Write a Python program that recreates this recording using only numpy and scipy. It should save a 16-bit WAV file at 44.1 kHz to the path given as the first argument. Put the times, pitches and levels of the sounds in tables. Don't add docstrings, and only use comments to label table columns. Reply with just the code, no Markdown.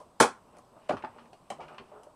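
import sys
import numpy as np
from scipy import signal
from scipy.io import wavfile
from scipy.ndimage import uniform_filter1d

SR = 44100
rng = np.random.default_rng(int(sys.argv[2]) if len(sys.argv) > 2 else 0)


def store_pcm(level_fs):
    pcm = np.round(np.clip(level_fs, -1, 1) * 32767).astype(np.int16)
    wavfile.write(sys.argv[1], SR, np.atleast_2d(pcm).T)


def gain_from_decibels(decibels):
    exponent = np.asarray(decibels, float) / 20
    return 10 ** exponent


N = 94815

# t/s, rms in the sheet/dB, rms of the scratch/dB
RUBBING = [(0, -61.5, -78), (0.102, -72, -90), (0.502, -68, -80.5), (.56, -59, -69.5), (0.628, -71.5, -86),
           (0.761, -63, -78), (0.861, -66, -68.5), (1.0, -56.5, -80), (1.2, -64, -67), (1.3, -66.5, -86),
           (1.575, -73.5, -71), (1.63, -45.5, -66), (1.67, -56.5, -78), (1.72, -51.5, -65),
           (1.82, -58.5, -75), (1.872, -67.5, -72.5), (1.961, -52, -74), (2.15, -68.5, -94.5)]
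# f/Hz, relative level/dB, t60/s
SHEET_MODES = [(93, -4, .15), (151, -42, .12), (240, 0, .08), (290, -6, .06), (384, 2.5, 0.072),
               (472.3, 1, .05), (560, -23, 0.036), (600, 8, 0.047), (657, 2.5, 0.028), (749, 14, 0.017),
               (860, 4, 0.04), (986.5, 14, 0.015), (1046, 2, 0.049), (1100, 11.5, 0.017), (1256, 15, 0.016),
               (1422, 10, .03), (1813, -6.5, 0.019), (2160, -18, .03), (2670, -17, .04), (2990, -17, 0.048),
               (3150, -20, .03)]
# f/Hz, level per Hz/dB
TRAFFIC_COLOUR = [(20, -9.5), (60, -4.5), (200, -0.5), (400, -3.5), (700, -4), (1100, -2.5), (1400, -20),
                  (1900, -25), (3000, -24), (5000, -26), (7300, -29.5), (8000, -20.5), (8600, -25.5),
                  (10000, -30), (12000, -35.5), (14000, -35.5), (16000, -50.5)]
# t/s, level before KNOCK_DB/dB, ring centre f/Hz, contact decay constant/s
KNOCKS = [(.001, -38, 700, 0.0044), (.014, -38, 600, 0.0027), (.2015, -5, 980, 0.0031),
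          (.207, -4, 653, 0.0057), (.215, -16.5, 533, 0.0078), (.2265, -13, 970, 0.0046),
          (.24, -13, 600, 0.0071), (.261, -41, 810, 0.0048), (.567, -43.5, 600, 0.011),
          (.586, -44.5, 860, 0.0034), (.764, -41.5, 820, .004), (.776, -62, 900, 0.0042),
          (.892, -12.5, 631, 0.002), (.906, -15.5, 630, 0.0068), (.924, -29, 895, 0.011),
          (.94, -41.5, 100, 0.0038), (.896, -23, 277, 0.0058), (.93, -24.5, 303, 0.011),
          (.21, -18.5, 305, 0.0036), (1.039, -32, 221, 0.0023), (1.092, -50, 110, 0.0059),
          (1.506, -40.5, 263, 0.014), (1.795, -40, 290, 0.007), (1.7815, -43.5, 2970, 0.0046),
          (1.5024, -40.5, 2880, 0.0048), (1.69, -44, 1810, 0.0097), (.896, -41.5, 2300, 0.0027),
          (1.025, -46, 2300, 0.0042), (1.043, -39, 2000, 0.0032), (.968, -30.5, 760, 0.0023),
          (1.037, -23, 600, 0.0034), (1.045, -28.5, 900, 0.0013), (1.063, -49, 560, 0.0059),
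          (1.16, -39, 569, 0.0041), (1.183, -39, 1050, 0.0023), (1.195, -66, 1100, .006),
          (1.327, -40, 600, .003), (1.502, -24.5, 702, 0.0043), (1.518, -30.5, 710, 0.0027),
          (1.528, -57, 720, 0.0018), (1.586, -36.5, 400, 0.0053), (1.594, -32.5, 870, 0.0069),
          (1.607, -35, 687, 0.0072), (1.683, -43, 1300, 0.0092), (1.707, -41, 950, .005),
          (1.781, -35.5, 1100, 0.0034), (1.81, -44.5, 418, 0.0067), (1.915, -39, 540, 0.012),
          (2.067, -38.5, 716, 0.0018)]
# t/s, level before CRACK_DB/dB, brightness/0-1, decay constant/s
CRACKS = [(.001, -55, 0.86, 0.016), (0.2013, -10, 0.84, 0.0041), (0.2064, -11, 0.8, 0.012),
          (0.2258, -15, 0.71, 0.0023), (0.237, -44, .8, .004), (0.568, -52.5, .9, 0.0025),
          (0.584, -49, 0.85, 0.0027), (.648, -62, 0.85, 0.0033), (.89, -40.5, 0.47, 0.0047),
          (0.894, -29, .2, 0.0062), (0.908, -42, 0.44, 0.0035), (0.922, -42, 0.37, 0.0079),
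          (.968, -41, .2, 0.013), (1.0232, -42, 0, 0.01), (1.046, -38, 0.07, 0.0038),
          (1.1835, -51, 0.07, 0.021), (1.256, -53.5, .05, 0.003), (1.331, -47, 0.5, 0.0034),
          (1.502, -32.5, 0.67, 0.0048), (1.514, -62, .6, 0.0033), (1.53, -64, 0.7, .003),
          (1.605, -45.5, 0.15, 0.031), (1.682, -44, 0.2, .008), (1.745, -48.5, .05, .005),
          (1.7814, -35.5, 0, 0.0058), (2.033, -48, 0.87, 0.0034)]
# f/Hz, level per Hz/dB
DULL_COLOUR = [(900, -37.5), (1500, -0.5), (2200, -3.5), (2850, 0), (3400, -12), (5000, -17), (7000, -29.5),
               (10000, -33), (12000, -53.5), (16000, -74)]
# f/Hz, level per Hz/dB
BRIGHT_COLOUR = [(880, 8), (1500, -9), (1830, -10), (2320, -11), (3380, -7.5), (3550, -14), (5070, -8.5),
                 (9100, -4), (13100, -24.5), (16000, -27)]
# f/Hz, t60/s
YARD_DECAY = [(150, 0.26), (500, 0.15), (1200, 0.26), (3000, 0.22), (8000, 0.2), (12000, 0.16)]
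# t/s, length/s, f/Hz, rms before the swell/dB
HUMS = [(1.08, 0.23, 232, -63.5), (1.54, 0.26, 155, -64.5), (1.928, 0.088, 425, -54)]
# f/Hz, level/dB
SIDE_GAIN = [(60, -32.5), (250, -34.5), (600, -34.5), (1500, -22), (3000, -15), (8000, -12.5),
             (15000, -28.5)]

SOFT_S, RADIATE_HZ = 0.00056, (94.4, 3800)
RUB_PER_S, RUB_SPREAD_DB, RUB_HZ, RUB_OCT = 2200, 2.5, 600, 1.18
TRAFFIC_DB, PATCH_DB = -60.5, 1.2
KNOCK_DB, KNOCK_RISE_S = -6, 0.0019
RING_OCT, RING_FLOOR_DB, SPOT_DB = 0.56, -35, 1.5
CRACK_DB, CRACK_RISE_S, DULL_BELOW_HZ = -5, 0.00056, 900
SPLINTERS_PER_S, SPLINTER_SPREAD_DB = 12000, 1.5
YARD_KNOCK_DB, YARD_CRACK_DB, YARD_GAP_S = -5.5, -3.5, 0.004
EARLY_DB, EARLY_S = 6.5, 0.041
HUM_POLE_HZ = 8.9
EDGE_HZ = 16300


def evened(x):
    return x / np.sqrt(np.mean(x ** 2) + 1e-20)


def read(points, hz):
    f, value = np.transpose(points)
    return np.interp(np.log(hz + 1), np.log(f + 1), value)


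def add(mix, at_s, sound):
    part = mix[round(at_s * SR):][:len(sound)]
    part += sound[:len(part)]


def levelled(sound, db, window):
    loudest = uniform_filter1d(sound ** 2, window).max()
    return gain_from_decibels(db) * sound / np.sqrt(2 * loudest)


def clicks(per_s, spread_db, size):
    happens = rng.random(size) < per_s / SR
    excess = np.minimum(rng.exponential(1, size), 4)
    sign = rng.choice([-1., 1.], size)
    return happens * sign * gain_from_decibels(spread_db * excess)


def kernel(db):
    mirrored_db = np.r_[db, db[-2:0:-1]]
    log_gain = np.log(gain_from_decibels(np.maximum(mirrored_db, -100)))
    h = np.fft.ifft(np.exp(np.conj(signal.hilbert(log_gain)))).real[:1024]
    return h / np.linalg.norm(h)


def ring(weight_db):
    t = np.arange(6000) / SR
    hz, db, t60_s = np.transpose(SHEET_MODES)[:, :, None]
    decay = gain_from_decibels(db + weight_db[:, None] - 60 * t / t60_s)
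    modes = decay * np.sin(2 * np.pi * (hz * t + rng.random(hz.shape)))
    soft_onset = 1 - np.exp(-(t / SOFT_S) ** 2)
    band = signal.butter(2, RADIATE_HZ, "bandpass", fs=SR, output="sos")
    return signal.sosfilt(band, modes.sum(0) * soft_onset)


def rubbing():
    at_s, ring_db, scratch_db = np.transpose(RUBBING)
    t, hz = np.arange(N) / SR, np.fft.rfftfreq(2048, 1 / SR)
    weight_db = -6 * (np.log2(np.transpose(SHEET_MODES)[0] / RUB_HZ) / RUB_OCT) ** 2
    grit = clicks(RUB_PER_S, RUB_SPREAD_DB, size=(5, N))
    ringing = evened(sum(signal.fftconvolve(g, ring(weight_db))[:N] for g in grit[1:]))
    scratch = evened(signal.fftconvolve(grit[0], kernel(read(DULL_COLOUR, hz)))[:N])
    return ringing * gain_from_decibels(np.interp(t, at_s, ring_db)) + scratch * gain_from_decibels(np.interp(t, at_s, scratch_db))


def traffic():
    frames, hz = N // 256 + 5, np.fft.rfftfreq(1024, 1 / SR)
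    real, imag, patches = rng.standard_normal((frames, 513, 3)).T
    patches = evened(uniform_filter1d(uniform_filter1d(patches, 10, 0), 10, 1))
    gain_db = read(TRAFFIC_COLOUR, hz)[:, None] + PATCH_DB * patches
    spectrum = (real + 1j * imag) * gain_from_decibels(gain_db)
    noise = signal.istft(spectrum, nperseg=1024, noverlap=768)[1][:N]
    return gain_from_decibels(TRAFFIC_DB) * evened(noise)


def knocks():
    out, hz, t = np.zeros(N), np.transpose(SHEET_MODES)[0], np.arange(2000) / SR
    for at_s, db, centre_hz, decay_s in KNOCKS:
        weight_db = np.maximum(-6 * (np.log2(hz / centre_hz) / RING_OCT) ** 2, RING_FLOOR_DB)
        weight_db = weight_db + SPOT_DB * rng.standard_normal(len(hz))
        envelope = np.exp(-t / decay_s) * np.minimum(t / KNOCK_RISE_S, 1)
        contact = rng.standard_normal(len(t)) * envelope
        sound = signal.fftconvolve(contact, ring(weight_db))
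        add(out, at_s, levelled(sound, db + KNOCK_DB, 200))
    return out


def cracks():
    out, hz, t = np.zeros(N), np.fft.rfftfreq(2048, 1 / SR), np.arange(3000) / SR
    bass_cut_db = 18 * np.log2(np.clip(hz / DULL_BELOW_HZ, .01, 1))
    for at_s, db, bright, decay_s in CRACKS:
        envelope = np.exp(-t / decay_s) * np.minimum(t / CRACK_RISE_S, 1)
        shower = clicks(SPLINTERS_PER_S, SPLINTER_SPREAD_DB, size=len(t)) * envelope
        colour_db = bright * read(BRIGHT_COLOUR, hz) + (1 - bright) * read(DULL_COLOUR, hz)
        sound = signal.fftconvolve(shower, kernel(colour_db + bass_cut_db))
        add(out, at_s, levelled(sound, db + CRACK_DB, 100))
    return out


def yard(x):
    out, turn = np.zeros(N), np.arange(N) / SR * 37
    for k in range(3):
        taps = np.zeros(SR // 2)
        slots = np.arange(round(YARD_GAP_S * SR), SR // 2 - 20, 20)
        at = slots + rng.integers(0, 20, len(slots))
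        taps[at] = rng.choice([-1., 1.], len(slots))
        hz, t, z = signal.stft(taps, SR, nperseg=256)
        decay_db = EARLY_DB * np.exp(-t / EARLY_S) - 60 * t / read(YARD_DECAY, hz)[:, None]
        tail = signal.istft(z * gain_from_decibels(decay_db), SR, nperseg=256)[1]
        share = np.sqrt(2 / 3) * np.cos(np.pi * (turn + k / 3))
        out += signal.fftconvolve(x * share, tail / np.linalg.norm(tail))[:N]
    return out


def hums():
    out = np.zeros(N)
    r = np.exp(-np.pi * HUM_POLE_HZ / SR)
    for at_s, length_s, hz, db in HUMS:
        t = np.arange(0, length_s, 1 / SR)
        noise = rng.standard_normal((2, SR))
        a, b = signal.lfilter([1], np.convolve([1, -r], [1, -r]), noise)[:, -len(t):]
        tone = evened(a * np.sin(2 * np.pi * hz * t) + b * np.cos(2 * np.pi * hz * t))
        swell = np.sqrt(np.sin(np.pi * t / length_s))
        add(out, at_s, gain_from_decibels(db) * swell * tone)
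    return out


def scene():
    knocking, cracking = knocks(), cracks()
    echoes = yard(gain_from_decibels(YARD_KNOCK_DB) * knocking + gain_from_decibels(YARD_CRACK_DB) * cracking)
    mono = rubbing() + traffic() + knocking + cracking + echoes + hums()
    return np.array([mono, mono])


def band_limit(x):
    return signal.sosfilt(signal.butter(12, 16660, fs=SR, output="sos"), x)


def record(dry):
    hz, t, z = signal.stft(dry[0], SR, nperseg=512)
    phase = 2 * np.pi * rng.random(z.shape)
    z = z * gain_from_decibels(read(SIDE_GAIN, hz))[:, None] * np.exp(1j * phase)
    side = signal.istft(z, SR, nperseg=512)[1][:N]
    both = dry + np.array([side, -side])
    lowpass = signal.firwin(255, EDGE_HZ, window=("kaiser", 9), fs=SR)
    both = signal.oaconvolve(both, lowpass[None], "same")
    return band_limit(both)


dry = scene()
out = record(dry)
store_pcm(out)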